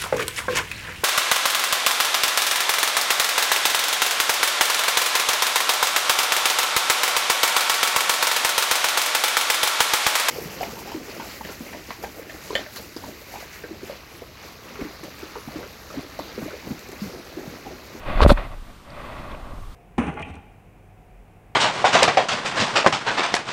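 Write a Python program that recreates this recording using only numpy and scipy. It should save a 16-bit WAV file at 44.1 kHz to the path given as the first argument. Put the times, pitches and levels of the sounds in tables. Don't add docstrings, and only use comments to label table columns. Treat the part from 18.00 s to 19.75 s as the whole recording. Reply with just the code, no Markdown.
import sys
import numpy as np
from scipy import signal
from scipy.fft import rfft, irfft
from scipy.io import wavfile
from scipy.ndimage import uniform_filter1d

SR = 44100
rng = np.random.default_rng(int(sys.argv[2]) if len(sys.argv) > 2 else 0)


def dump(signal):
    limited = np.clip(np.atleast_2d(signal).T, -1, 1)
    pcm = np.round(limited * 32767).astype(np.int16)
    wavfile.write(sys.argv[1], SR, pcm)


N = 77175

# time in seconds, level in dB.
SWEEP_FADER = [(0, -41.5), (.045, -38.5), (.09, -27), (.15, -30), (.198, -24.5), (.26, -32.5), (.33, -29.5),
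               (.35, -41), (.385, -31.5), (.46, -37), (.49, -45), (.54, -42), (.58, -55), (.66, -53.5),
               (.70, -45.5), (.77, -79.5)]
REACH_FADER = [(.78, -64), (.88, -43), (1.0, -36.5), (1.11, -36), (1.22, -36.5), (1.32, -34.5),
               (1.39, -39.5), (1.52, -39), (1.59, -45), (1.64, -47.5), (1.75, -57.5)]
# frequency in Hz, relative level in dB.
SWEEP_EQ = [(60, -7), (130, 0), (240, -1.5), (420, -7.5), (680, -2), (1100, -7.5), (1400, -8.5),
            (1700, -9.5), (2000, -7.5), (3000, -17), (4500, -24.5), (5600, -43), (9000, -66), (15000, -62)]
REACH_EQ = [(60, 3), (250, -3.5), (430, -9.5), (700, -6.5), (1150, -8), (1650, -12.5), (2000, -10),
            (3000, -20), (4400, -26.5), (5800, -41), (15000, -44)]
# peak time in seconds, level in dB,
# rise and fall in seconds, chatter pitch in Hz.
DRAGS = [(.2315, -11, .011, .007, 1370), (.303, -8.5, .0055, .0065, 1170)]
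# start and end in seconds, level in dB.
PORT_HISSES = [(0.22, 0.244, -41), (0.28, 0.325, -33.5)]
# frequency in Hz, relative level in dB.
DRAG_EQ = [(60, -2.5), (250, 1.5), (420, -13.5), (650, -5.5), (1300, -4), (1800, -12), (2700, -13.5),
           (3600, -12.5), (4600, -16), (6000, -31.5), (9500, -40), (15000, -47)]
HISS_EQ = [(1000, -5), (4300, 3.5), (5700, -9.5), (9700, -3.5), (12000, -16), (15000, -10.5)]
BRUSH_EQ = [(300, -32), (750, 4), (1600, 4.5), (2500, 0.5), (4300, -14), (5800, -34), (15000, -49)]
# start in seconds, level in dB, pitch in Hz, seconds to die away by 60 dB.
KNOCKS = [(0.2054, 2.5, 940, 0.0078), (.2215, -7.5, 453, 0.039), (.2497, -4, 575, 0.034),
          (.262, 4.5, 720, 0.0047), (.2635, 6.5, 194, 0.012), (0.2934, -4, 286, 0.014),
          (.3035, -1, 568, 0.041), (.3165, -2.5, 714, 0.011), (.3185, 1, 222.2, 0.023),
          (1.535, -31.5, 295, 0.027)]
AIR_THUMPS = [(0.154, -14, 30, 0.99), (0.218, -1, 54.6, 0.174), (0.247, 0.5, 55.2, 0.21),
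              (.298, -3.5, 32.6, 0.19), (0.309, -7, 107, 0.038)]
# centre and width in Hz, level of the added ring in dB.
HOUSING_MODES = [(588, 70, 3), (1124, 94, 2), (2530, 120, -5), (3490, 120, -3.5), (5420, 70, -4)]
HOUSING_HOLLOWS = [(440, 31), (1740, 75), (2260, 99)]
# peak time in seconds, level in dB, centre in Hz, rise and fall in seconds.
GEAR_TICKS = [(.9042, -38, 4450, 0.0007, 0.0011), (1.3175, -41, 3610, .0008, 0.0025),
              (1.35, -38, 2570, 0.001, 0.0025)]
# time in seconds, level in dB.
WIND_FADER = [(0, -38.5), (.1, -30.5), (.19, -29.5), (.25, -23), (.31, -32), (.37, -29.5), (.48, -34.5),
              (.66, -41), (.88, -49), (1.02, -47), (1.33, -41), (1.5, -38), (1.63, -33.5), (1.75, -37)]
# frequency in Hz, relative level in dB.
WIND_EQ = [(10, 1.5), (28, 7.5), (60, -5), (100, -7.5), (170, -23.5), (400, -40.5), (1500, -50)]
WATER_EQ = [(40, 1.5), (150, -1.5), (400, -7.5), (620, -15), (1150, -7.5), (1700, -16), (3500, -18.5),
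            (6000, -25), (10000, -30), (15000, -32)]


def sleeve():
    sweep = friction(SWEEP_EQ, slips_per_s=1200, slip_db=-3.5, flutter_hz=111, flutter_db=-0.46)
    reach = friction(REACH_EQ, slips_per_s=2500, slip_db=-8, flutter_hz=117.3, flutter_db=0.95)
    sweep *= fader(SWEEP_FADER)
    reach *= fader(REACH_FADER)
    dull_from_s, dull_db_per_s, crossover_hz = 1.137, 18, 1570
    body = signal.sosfiltfilt(signal.butter(4, crossover_hz, fs=SR, output="sos"), reach)
    treble_fade = undb(-dull_db_per_s * np.maximum(clock() - dull_from_s, 0))
    return sweep + body + (reach - body) * treble_fade


def friction(eq, slips_per_s, slip_db, flutter_hz, flutter_db):
    slips = (rng.random(N) < slips_per_s / SR) * rng.standard_normal(N)
    rub = rng.standard_normal(N) + undb(slip_db) * unit(slips)
    grip = undb(flutter_db * wobble(flutter_hz))
    return colour(through_housing(rub * grip), eq)


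def drags():
    rasp = friction(DRAG_EQ, slips_per_s=650, slip_db=0.5, flutter_hz=399.16, flutter_db=0.5)
    return sum((rasp + undb(-8) * chatter(hz)) * swell(at, db, rise, fall)
               for at, db, rise, fall, hz in DRAGS)


def chatter(hz):
    pitch = hz * (1 + 0.1003 * wobble(700))
    tone = np.sqrt(2) * np.sin(2 * np.pi * np.cumsum(pitch) / SR)
    return tone * undb(4.7 * wobble(400))


def hiss(edge_s=0.004):
    t = clock()
    touch = sum(undb(db) * np.exp(-np.abs(t - np.clip(t, start, end)) / edge_s)
                for start, end, db in PORT_HISSES)
    return touch * wash(HISS_EQ, flutter_hz=500, flutter_db=1.2)


def brush():
    return swell(at=0.3752, db=-27, rise=0.0015, fall=0.009) * colour(rng.standard_normal(N), BRUSH_EQ)


def bumps():
    knocks = sum(hit(*row, attack_s=0.00021) for row in KNOCKS)
    thumps = sum(hit(*row, attack_s=0.0033) for row in AIR_THUMPS)
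    return knocks + undb(-14) * housing_ring(knocks) + thumps


def hit(at, db, hz, t60, attack_s):
    t = np.maximum(clock() - at, 0)
    envelope = (1 - np.exp(-t / attack_s)) * np.exp(-np.log(1000) * t / t60)
    return undb(db) * envelope * np.sin(2 * np.pi * hz * t)


def through_housing(x, scoop_depth=0.63):
    scooped = x - scoop_depth * sum(resonate(x, hz, width) for hz, width in HOUSING_HOLLOWS)
    return scooped + housing_ring(scooped)


def housing_ring(x):
    return sum(undb(db) * resonate(x, hz, width) for hz, width, db in HOUSING_MODES)


def gear_ticks(edge_ratio=1.08):
    out = 0
    for at, db, hz, rise, fall in GEAR_TICKS:
        band = signal.butter(2, [hz / edge_ratio, hz * edge_ratio], "band", fs=SR, output="sos")
        click = unit(signal.sosfilt(band, rng.standard_normal(N)))
        out += click * swell(at, db, rise, fall)
    return out


def wind():
    return fader(WIND_FADER) * wash(WIND_EQ, flutter_hz=24.93, flutter_db=0.65)


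def water():
    return undb(-47.5) * wash(WATER_EQ, flutter_hz=9.36, flutter_db=0.9)


def whine(hz=8631):
    return undb(-73) * unit(np.sin(2 * np.pi * hz * clock()))


def wash(eq, flutter_hz, flutter_db):
    return colour(rng.standard_normal(N) * undb(flutter_db * wobble(flutter_hz)), eq)


def colour(x, eq):
    hz, db = np.array(eq).T
    bin_hz = np.maximum(np.arange(N + 1) * SR / (2 * N), 1)
    gain = undb(np.interp(np.log(bin_hz), np.log(hz), db))
    return unit(irfft(rfft(x, 2 * N) * gain)[:N])


def resonate(x, hz, width):
    return signal.lfilter(*signal.iirpeak(hz, hz / width, fs=SR), x)


def wobble(rate_hz):
    hold = max(int(SR / rate_hz), 2)
    steps = np.repeat(rng.standard_normal(N // hold + 1), hold)
    return unit(uniform_filter1d(steps, hold)[:N])


def swell(at, db, rise, fall):
    t = clock() - at
    return undb(db) * np.exp(-np.maximum(-t / rise, t / fall))


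def fader(curve):
    return undb(np.interp(clock(), *np.array(curve).T))


def undb(db):
    return 10 ** (np.asarray(db) / 20)


def unit(x):
    return x / np.sqrt(np.mean(x ** 2))


def clock():
    return np.arange(N) / SR


def scene():
    cloth = sleeve() + drags() + hiss() + brush()
    return (cloth + bumps() + gear_ticks() + wind() + water() + whine())[None]


def record(dry):
    knee, top_hz = 12, 15250
    clipped = dry / (1 + np.abs(dry) ** knee) ** (1 / knee)
    return signal.sosfilt(signal.ellip(10, 0.2, 80, top_hz, fs=SR, output="sos"), clipped)


dry = scene()
out = record(dry)
dump(out)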